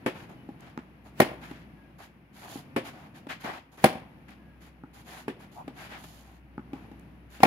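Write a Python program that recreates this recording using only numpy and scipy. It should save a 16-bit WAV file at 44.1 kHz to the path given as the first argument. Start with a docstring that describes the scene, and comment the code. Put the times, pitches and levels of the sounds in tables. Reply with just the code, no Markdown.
"""A tennis rally on an outdoor clay court, heard from behind the near player.
First the opponent hits from the far end, the ball bounces, and the near racket pops as ball and strings
ring. Two more such exchanges follow, and the last near stroke ends the scene. In between, shoes thud
and slide on the grit, and faint whistles and a hollow rush pass. All along, the wall behind the
baseline throws each blow back, over a dull outdoor rumble and a low motor hum."""
import sys
import numpy as np
from scipy import signal
from scipy.fft import rfft, irfft, next_fast_len
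from scipy.io import wavfile

SR = 44100
rng = np.random.default_rng(int(sys.argv[2]) if len(sys.argv) > 2 else 0)


def wrap_up_sound(samples):
    """Save the sound to the file named by the first command line argument, as 16-bit audio."""
    columns = np.atleast_2d(samples).T
    # keep every value between -1 and 1, then stretch to whole-number steps
    tamed = np.clip(columns, -1, 1)
    steps = np.round(tamed * 32767).astype(np.int16)
    wavfile.write(sys.argv[1], SR, steps)


N = 328986
TIME = np.arange(N) / SR
BLOW_TIME = np.arange(SR // 6) / SR
# Levels are relative. A fade time (t60) is how long a sound takes to drop by 60 dB.

# near hits: (time [s], level [dB], body [dB], strings [dB], overtones [dB], crack [dB], echo delay [s])
NEAR_HITS = [(1.2001, 1, 4.5, -5, 0.5, -1, .015), (3.840, 3, 3, -2.5, -4.5, -1, 0.014),
             (7.4312, 1, 0.5, 1.5, 3, -1.5, .0185)]
# tones of pushed-out air, hollow body and higher string ring: (pitch [Hz], level [dB], fade time [s])
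PUFF_TONES = [(202, 3.5, 0.016)]
BODY_TONES = [(384, -5, 0.029), (487.3, -4, 0.028), (607.7, -4, 0.031)]
STRING_OVERTONES = [(1105, -14.5, 0.03), (1405, -17, 0.024), (1858, -13, 0.031), (2144, -11, 0.028),
                    (2364, -17, 0.036), (3240, -25, .05), (4190, -22, 0.032)]
STRING_HZ, STRING_T60_S = 774, 0.037
# noise of felt on strings, the swing, and a gritty hiss (also in slides): (frequency [Hz], level [dB])
FELT_NOISE = [(150, -16), (500, 9), (1200, -0.5), (2400, -4), (3400, -11), (5000, -8.5), (7000, -29.5),
              (10000, -8), (15000, -18)]
SWISH_NOISE = [(100, 3), (250, -2.5), (700, -14.5), (2500, -14.5), (6000, -24), (15000, -23.5)]
GRIT_NOISE = [(1500, -28.5), (3000, 3), (4500, 2.5), (5600, -4), (6900, 4), (8000, -10), (9500, -1),
              (11300, 2), (14300, -6), (15500, -17)]
def near_racket():
    """The frame swishes in, felt grazes the strings, air is pushed out, ball and strings ring."""
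    out = np.zeros((2, N))
    contact_s = .0032
    for s, db, body_db, strings_db, overtone_db, crack_db, delay_s in NEAR_HITS:
        body = ring(PUFF_TONES, contact_s) + from_db(body_db) * ring(BODY_TONES, contact_s)
        strings = from_db(strings_db) * ring([(STRING_HZ, 0, STRING_T60_S)], contact_s)
        overtones = from_db(overtone_db) * ring(STRING_OVERTONES, contact_s=0.0049)
        felt = from_db(-4.5) * crack(FELT_NOISE, contact_s=0.0044, t60=0.033)
        hiss = from_db(-17) * crack(GRIT_NOISE, contact_s=0.0029, t60=0.024)
        blow = from_db(db) * (body + strings + overtones + from_db(crack_db) * (felt + hiss))
        add(out, with_wall(blow, delay_s, echo_db=-6.5, second_db=-12.5), s)
        swish = noise(SWISH_NOISE, len(BLOW_TIME)) * fade(BLOW_TIME[::-1], t60=0.11)
        add(out, from_db(-37) * swish, s - BLOW_TIME[-1])  # swells up to the hit
    return out


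# the opponent's hits: (time [s], level [dB], crack [dB], echo delay [s])
FAR_HITS = [(0.0609, -14.5, 5, .009), (2.7621, -14, 4, 0.0091), (5.2795, -20.5, 0, .0092)]
# tones of the far racket: (pitch [Hz], level [dB], fade time [s])
FAR_TONES = [(176.6, -12, 0.069), (284.6, 3.5, 0.037), (365.6, 0, 0.047), (519, -4.5, 0.025),
             (687, -16, 0.059), (826, -1, 0.021), (990, -11, 0.013), (1587, -12, 0.024), (1770, -10, 0.024),
             (2350, -12, 0.02), (2590, -14, 0.03)]
# its crack: (frequency [Hz], level [dB])
FAR_NOISE = [(150, -62), (500, 14), (1100, 2.5), (2400, -0.5), (4000, -10), (7000, -19.5), (10500, -13),
             (15000, -28)]
def far_racket():
    """Distance leaves a rounder pop, with the wall echo close behind it."""
    out = np.zeros((2, N))
    for s, db, crack_db, delay_s in FAR_HITS:
        pop = ring(FAR_TONES, contact_s=0.004)
        snap = from_db(crack_db - 13) * crack(FAR_NOISE, contact_s=0.0014, t60=0.11)
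        add(out, with_wall(from_db(db) * (pop + snap), delay_s, echo_db=-6.5, second_db=-9), s)
    return out


# the ball lands: (time [s], level [dB], crack [dB], echo delay [s])
LANDINGS = [(0.7758, -27, 11.5, .0125), (3.4461, -29, 15, 0.013), (4.836, -34.5, -2.5, 0.0069),
            (6.5791, -26.5, -5, 0.014)]
# tones of the ball: (pitch [Hz], level [dB], fade time [s])
BALL_TONES = [(243, 3, 0.024), (838, -7.5, 0.037), (1290, -8, 0.024), (1400, -16.5, 0.037)]
# its crack on the clay: (frequency [Hz], level [dB])
BALL_NOISE = [(150, -12.5), (700, -7.5), (1400, 6), (2500, -14.5), (5000, -13), (8000, -22), (15000, -23)]
def bounces():
    """The hollow ball strikes the clay with a short puff and a ping."""
    out = np.zeros((2, N))
    for s, db, crack_db, delay_s in LANDINGS:
        ping = ring(BALL_TONES, contact_s=0.00072)
        snap = from_db(crack_db - 6.5) * crack(BALL_NOISE, contact_s=0.00065, t60=0.0036)
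        add(out, with_wall(from_db(db) * (ping + snap), delay_s, echo_db=-4, second_db=-14), s)
    return out


# a foot lands: (time [s], level [dB], crack [dB], echo delay [s])
FOOTFALLS = [(0.4887, -29.5, -10, 0.016), (1.5115, -30.5, 2.5, .016), (2.556, -28.5, -5, .015),
             (3.2678, -34, 2.5, .014), (3.778, -54, 13, 0.011), (5.678, -29.5, 2.5, 0.015),
             (6.732, -25, -4.5, 0.026), (6.9142, -36.5, -2.5, 0.018), (7.403, -31.5, 8, 0.019)]
# tones of the thud: (pitch [Hz], level [dB], fade time [s])
SHOE_TONES = [(214, -4.5, 0.0056), (275.6, 2.5, 0.044), (819, -12, 0.07)]
# crack under the sole: (frequency [Hz], level [dB])
SHOE_NOISE = [(100, -7.5), (500, 6), (1400, -3), (3000, -7.5), (6000, -20.5), (15000, -24.5)]
# loose grains of clay tick: (time [s], level [dB])
GRAIN_TICKS = [(.607, -42), (.667, -55), (0.698, -55), (6.996, -49)]
def steps():
    """Soles thud on packed clay and kick up single grains."""
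    out = np.zeros((2, N))
    for s, db, crack_db, delay_s in FOOTFALLS:
        thud = ring(SHOE_TONES, contact_s=0.0023)
        crunch = from_db(crack_db - 11) * crack(SHOE_NOISE, contact_s=0.0011, t60=0.05)
        add(out, with_wall(from_db(db) * (thud + crunch), delay_s, echo_db=-16, second_db=-22.5), s)
    bright = [(2000, -32), (6500, -9), (12000, -9), (15000, -22)]
    for s, db in GRAIN_TICKS:
        add(out, from_db(db) * crack(bright, contact_s=0.00045, t60=0.0078), s)
    return out


# a sole slides: (time [s], length [s], time to take the weight [s], drag [dB], scrape [dB], hiss [dB])
SHOE_SLIDES = [ (0.129, .11, 0.037, -52.5, -53.5, -64), (.283, 0.042, 0.018, -52, -61, -68),
               (0.582, 0.13, 0.032, -58.5, -59, -73), (1.032, 0.052, 0.042, -53.5, -63, -64.5),
               (1.398, .11, 0.04, -55.5, -52, -61.5), (1.516, 0.11, 0.027, -80, -59, -73),
               (1.979, .04, 0.017, -50.5, -57.5, -60), (2.011, 0.04, .03, -56, -51.5, -59),
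               (2.321, 0.11, 0.063, -58.5, -57, -59), (2.402, .085, 0.044, -49.5, -55.5, -58.5),
               (2.471, 0.12, 0.057, -50.5, -55.5, -51.5), (2.834, 0.057, 0.029, -44, -43.5, -52.5),
               (2.927, 0.14, .012, -54, -60.5, -69.5), (3.135, 0.047, 0.037, -55, -52, -60),
               (3.285, 0.045, 0.014, -43, -37.5, -54.5), (3.395, 0.053, 0.018, -58.5, -48.5, -57),
               (3.433, 0.08, 0.018, -36, -41, -57.5), (3.518, 0.058, 0.029, -44.5, -49, -62),
               (3.712, 0.048, 0.018, -58.5, -70, -65.5), (3.771, 0.069, 0.0087, -55.5, -54.5, -61),
               (4.276, 0.052, .015, -59.5, -55, -67.5), (4.598, 0.078, .03, -61, -60, -63.5),
               (4.929, 0.085, .012, -58, -60.5, -61), (5.041, .17, 0.067, -49.5, -50, -54.5),
               (5.388, 0.054, 0.022, -53, -55, -62.5), (5.511, 0.093, .015, -68, -78, -63.5),
               (5.736, 0.13, 0.077, -50, -46.5, -56.5), (5.881, 0.09, 0.048, -47.5, -46, -62.5),
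               (5.966, 0.25, .04, -62, -67.5, -59), (6.034, 0.011, 0.0068, -48.5, -55, -57),
               (6.227, 0.14, .04, -62, -66, -69), (6.731, 0.12, 0.016, -56.5, -65, -74),
               (7.287, 0.089, 0.071, -57, -52.5, -58), ]
# dull drag and brighter scrape on clay: (frequency [Hz], level [dB])
DRAG_NOISE = [(100, -12.5), (250, -2.5), (500, -7.5), (750, 3.5), (1300, -7.5), (2000, -16.5), (4000, -30),
              (15000, -54)]
SCRAPE_NOISE = [(400, -23.5), (1000, -8), (1600, 1.5), (2700, -5.5), (3800, -8.5), (6000, -21),
                (15000, -34)]
SLOWING_DB, STOP_T60_S, SLIP_DB = 3, 0.16, 2
def slides():
    """A sole takes the weight, drags and scrapes in uneven slips, slows, then stops or lifts."""
    gains = np.zeros((3, N))
    for s, length_s, press_s, *levels_db in SHOE_SLIDES:
        t = TIME[TIME < length_s + STOP_T60_S]
        slowing = from_db(-SLOWING_DB * (t / length_s) ** 2)
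        stopping = fade(np.maximum(t - length_s, 0), STOP_T60_S)
        weight = rise(t, press_s)
        pressure = np.array([weight, weight, weight ** .7])  # grit hisses even under a light foot
        add(gains, from_db(levels_db)[:, None] * slowing * stopping * pressure, s)
    drag_gain, scrape_gain, hiss_gain = gains
    slips = from_db(SLIP_DB * wander(TIME, np.arange(0, TIME[-1], .009)))
    drag = drag_gain * noise(DRAG_NOISE, N, grain_db=4.5)
    scrape = from_db(-0.5) * scrape_gain * noise(SCRAPE_NOISE, N, grain_db=0.5)
    hiss = from_db(2.5) * hiss_gain * noise(GRIT_NOISE, N, grain_db=4.5)
    return slips * (drag + scrape) + hiss


def with_wall(blow, delay_s, echo_db, second_db):
    """The back wall returns a blow as a duller thump, and a second face of the wall follows."""
    out = blow.copy()
    wall = [(150, -3), (350, 1.5), (550, -7.5), (800, -9.5), (1300, -7.5), (3000, -7.5), (12000, -21)]
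    thump = colour(blow, wall)
    add(out, from_db(echo_db) * thump, delay_s)
    add(out, from_db(second_db) * thump, delay_s + .0082)
    return out


# early and late sound scattered by wall and trees: (frequency [Hz], level [dB])
EARLY_WASH = [(120, -21.5), (350, -18.5), (800, -18), (1500, -8.5), (3000, -6.5), (6000, -9.5),
              (15000, -11)]
LATE_WASH = [(100, -20), (300, -17.5), (800, -19), (1500, -19), (3000, -10), (6000, -13.5), (15000, -22)]
# how long the late part lasts: (frequency [Hz], fade time [s])
LATE_FADE = [(120, 1), (320, 0.27), (840, 0.55), (2200, 0.49), (6000, 0.21), (14000, 0.32)]
# echoes from farther walls: (delay [s], level [dB])
FAR_WALLS = [(.087, -22.5), (0.112, -21), (.138, -42.5)]
def court_echoes(x):
    """Rough stone and trees scatter the sound into a soft wash; farther walls give dull echoes."""
    wash, out = np.zeros((2, N)), np.zeros((2, N))
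    hisses = [noise([(100, 0), (15000, 0)], N) for _ in range(2)]
    edges_hz = np.geomspace(100, 17000, 14)
    for k, (low, high) in enumerate(zip(edges_hz, edges_hz[1:])):
        band = signal.butter(2, [low, high], "band", fs=SR, output="sos")
        hz = np.sqrt(low * high)
        power = np.mean(signal.sosfilt(band, x + 1e-18) ** 2, axis=0)
        early = from_db(at_hz(EARLY_WASH, hz)) ** 2 * lingering(power, t60=0.073)
        late = from_db(at_hz(LATE_WASH, hz)) ** 2 * lingering(power, at_hz(LATE_FADE, hz))
        wash += np.sqrt(early + late) * rms_one(signal.sosfilt(band, hisses[k % 2]))
    add(out, wash, .012)
    dull = colour(x, [(400, -5), (1000, -9), (8000, -17.5)])
    for delay_s, db in FAR_WALLS:
        add(out, from_db(db) * dull, delay_s)
    return out


def small_echoes(x, count=40):
    """Posts, benches and stones each send back a weak copy, so the ring of a blow lingers."""
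    echoes = np.zeros((2, SR // 4))
    for delay_s, across, sign in rng.uniform([.02, -1, -1], [.2, 1, 1], (count, 3)):
        for channel, side in enumerate((1, -1)):
            arrival_s = delay_s + side * across * COURT_LAG_S
            echoes[channel, round(arrival_s * SR)] += np.sign(sign) * fade(delay_s, t60=0.34)
    returned = colour(x, [(150, -9.5), (400, -8), (850, -1.5), (1200, 0), (2000, -1.5),
                          (4500, -2.5), (8000, -3), (15000, -7.5)])
    return from_db(-19) * signal.fftconvolve(returned, echoes, axes=1)[:, :N]


# swells of the distant rumble: (time [s], level [dB])
RUMBLE_SWELLS = [(0.0, -50.5), (0.22, -51), (1.09, -57), (1.3, -49.5), (2.27, -60), (2.58, -52),
                 (3.36, -55.5), (3.71, -61), (4.02, -53.5), (4.84, -58.5), (5.71, -52.5), (6.43, -59.5),
                 (6.86, -51.5), (7.4, -58)]
# its deep noise: (frequency [Hz], level [dB])
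RUMBLE_NOISE = [(15, -42), (25, -12.5), (55, -12.5), (136, 1), (233, -1.5), (322, -4), (410, -13.5),
                (741, -13), (1270, -20.5), (2360, -23), (3630, -30.5), (6730, -42.5), (7700, -48),
                (11500, -34.5), (15500, -57.5)]
def outdoors():
    """The surroundings rumble in slow swells, over a faint steady hiss."""
    rumble = from_db(np.interp(TIME, *np.transpose(RUMBLE_SWELLS)) + 1) * noise(RUMBLE_NOISE, N)
    steady_hiss = noise([(100, -2), (900, 6), (1700, 10.5), (2900, 7),
                 (4000, -38.5), (8000, -21.5), (15000, -12)], N)
    return rumble + from_db(-70) * steady_hiss


# swells of the motor's hum: (time [s], level [dB])
HUM_SWELLS = [(0.0, -73), (1.44, -56), (2.35, -68), (3.58, -68.5), (4.61, -58), (5.54, -65), (6.28, -56.5),
              (7.4, -55.5)]
HUM_HZ, HUM_WAVER_HZ = 61, 1.6
def motor_hum():
    """A far-off motor hums on one low, wavering tone."""
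    pitch_hz = HUM_HZ + HUM_WAVER_HZ * wander(TIME, np.linspace(0, TIME[-1], 30))
    return from_db(np.interp(TIME, *np.transpose(HUM_SWELLS)) + 2) * tone(pitch_hz)


# a hollow-sounding noise: (frequency [Hz], level [dB])
RUSH_NOISE = [(450, -30), (700, -5), (850, -3), (1100, -15), (1500, -28), (4000, -56)]
def hollow_rush(start_s=5.535, rise_s=0.066, fall_s=0.047, db=-43.5):
    """A brief rush of noise swells and stops."""
    out = np.zeros((2, N))
    t = TIME[TIME < rise_s + fall_s]
    swell = rise(t, rise_s) * rise(t[-1] - t, fall_s)
    add(out, from_db(db) * swell * noise(RUSH_NOISE, N)[:, :len(t)], start_s)
    return out


# squeaks of a sole or a far-off bird: (time [s], length [s], pitch [Hz], level [dB])
WHISTLE_NOTES = [(.35, .1, 3010, -65), (1.736, 0.18, 1680, -64.5), (4.348, 0.26, 1700, -67)]
def whistles(sink_hz_per_s=274, waver_hz=25.8):
    """Thin whistles waver and sink a little."""
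    out = np.zeros((2, N))
    for s, length_s, hz, db in WHISTLE_NOTES:
        t = TIME[TIME < length_s]
        pitch_hz = hz - sink_hz_per_s * t + waver_hz * wander(t, np.arange(0, 1, .008))
        add(out, from_db(db) * np.sin(np.pi * t / length_s) * tone(pitch_hz), s)
    return out


def ring(tones, contact_s):
    """Fading tones that build up while the contact lasts, a little different on each blow."""
    t = BLOW_TIME
    ringing = sum(from_db(db + rng.normal(0, 0.41)) * np.sin(2 * np.pi * hz * t) * fade(t, t60)
                  for hz, db, t60 in tones)
    return rise(t, contact_s) * ringing


def crack(spectrum, contact_s, t60):
    """A burst of noise from felt, strings or grit being crushed."""
    return noise(spectrum, len(BLOW_TIME)) * rise(BLOW_TIME, contact_s) * fade(BLOW_TIME, t60)


# how alike the two microphones hear a noise: (frequency [Hz], likeness [1 = same, 0 = unrelated])
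SIDE_LIKENESS = [(100, 1), (350, 0.81), (750, 0.5), (1300, -0.05), (2500, 0), (15000, 0)]
def noise(spectrum, size, grain_db=0):
    """Stereo noise of strength 1, alike on both sides in the bass only; grain_db makes it gritty."""
    padded = 2 * next_fast_len(size // 2 + 1)
    hz = np.fft.rfftfreq(padded, 1 / SR)
    white = rng.standard_normal((2, padded))
    grains = from_db(grain_db * np.minimum(rng.exponential(1, padded), 5))
    mid, side = rfft(white * grains)
    alike = at_hz(SIDE_LIKENESS, hz)
    pair = np.sqrt(1 + alike) * mid + np.sqrt(1 - alike) * side * [[1], [-1]]
    return rms_one(irfft(pair * from_db(at_hz(spectrum, hz)))[:, :size])


def colour(x, spectrum):
    """Turn frequencies up or down by a list of (frequency [Hz], level [dB])."""
    size = 2 * next_fast_len(x.shape[-1] // 2 + SR // 20)
    gain = from_db(at_hz(spectrum, np.fft.rfftfreq(size, 1 / SR)))
    cepstrum = irfft(np.log(gain))
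    # fold the filter so that it rings only after a sound, never before
    cepstrum[1:size // 2] *= 2
    cepstrum[size // 2 + 1:] = 0
    return irfft(rfft(x, size) * np.exp(rfft(cepstrum)))[..., :x.shape[-1]]


def lingering(power, t60):
    """Energy that is stored and slowly leaks away."""
    keep = fade(2 / SR, t60)
    return signal.lfilter([1 - keep], [1, -keep], power + 1e-18)


def lagged(x, left_lag_s):
    """Delay the left side against the right."""
    at = np.arange(x.shape[-1])
    shift = left_lag_s * SR / 2
    return np.array([np.interp(at - shift, at, x[0]), np.interp(at + shift, at, x[1])])


def tone(pitch_hz):
    """A pure tone that follows a changing pitch."""
    return np.sin(2 * np.pi * np.cumsum(pitch_hz) / SR)


def wander(t, turns_s):
    """Glide from one random value to the next."""
    return np.interp(t, turns_s, rng.standard_normal(len(turns_s)))


def from_db(db):
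    """Turn decibels into a gain."""
    return 10 ** (np.asarray(db) / 20)


def rms_one(x):
    """Scale to an average strength (rms) of 1."""
    return x / np.sqrt(np.mean(x ** 2) + 1e-20)


def at_hz(points, hz):
    """Read between a table's rows, with octaves evenly spaced."""
    table = np.array(points)
    return np.interp(np.log(np.maximum(hz, 1)), np.log(table[:, 0]), table[:, 1])


def fade(t, t60):
    """Die away by 60 dB every t60 seconds."""
    return np.exp(-np.log(1000) * t / t60)


def rise(t, seconds):
    """A smooth step from 0 to 1."""
    return np.sin(np.pi / 2 * np.clip(t / seconds, 0, 1)) ** 2


def add(out, sound, s):
    """Mix a sound in from time s on."""
    start = max(round(s * SR), 0)
    part = sound[..., :max(out.shape[-1] - start, 0)]
    out[..., start:start + part.shape[-1]] += part


# how much later blows and slides reach the left microphone (below zero: earlier)
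COURT_LAG_S, FEET_LAG_S = .0001, -0.000097
def scene():
    """Blows and footwork echo around the court, over the background."""
    bass_cut = signal.butter(2, 105, "high", fs=SR, output="sos")  # small things give little deep bass
    blows = signal.sosfilt(bass_cut, near_racket() + far_racket() + bounces() + steps() + 1e-18)
    play = lagged(blows, COURT_LAG_S) + lagged(slides(), FEET_LAG_S)
    echoes = from_db(-1) * court_echoes(play) + small_echoes(play)
    return play + echoes + outdoors() + motor_hum() + hollow_rush() + whistles()


# what each microphone boosts or dulls: (frequency [Hz], level [dB])
LEFT_COLOUR = [(25, -5), (60, 2.5), (130, 2.5), (700, 1), (1300, 0.5), (2400, 4.5), (3400, 0.5),
               (5000, -12), (6200, -23.5), (8000, -23), (10000, -7.5), (15000, -17.5)]
RIGHT_COLOUR = [(25, -10), (60, 1), (130, 1.5), (700, -0.16), (1300, 2), (2400, -4), (3400, -1.5),
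                (5000, 2.5), (8000, 1), (15000, 3)]
CUTOFF_HZ = 15700
def record(dry):
    """The left microphone is muffled; peaks are rounded and the highest treble is cut."""
    heard = np.array([colour(dry[0], LEFT_COLOUR), colour(dry[1], RIGHT_COLOUR)])
    treble_cut = signal.ellip(10, .1, 80, CUTOFF_HZ, fs=SR, output="sos")
    return signal.sosfilt(treble_cut, np.tanh(heard))


dry = scene()
out = record(dry)
wrap_up_sound(out)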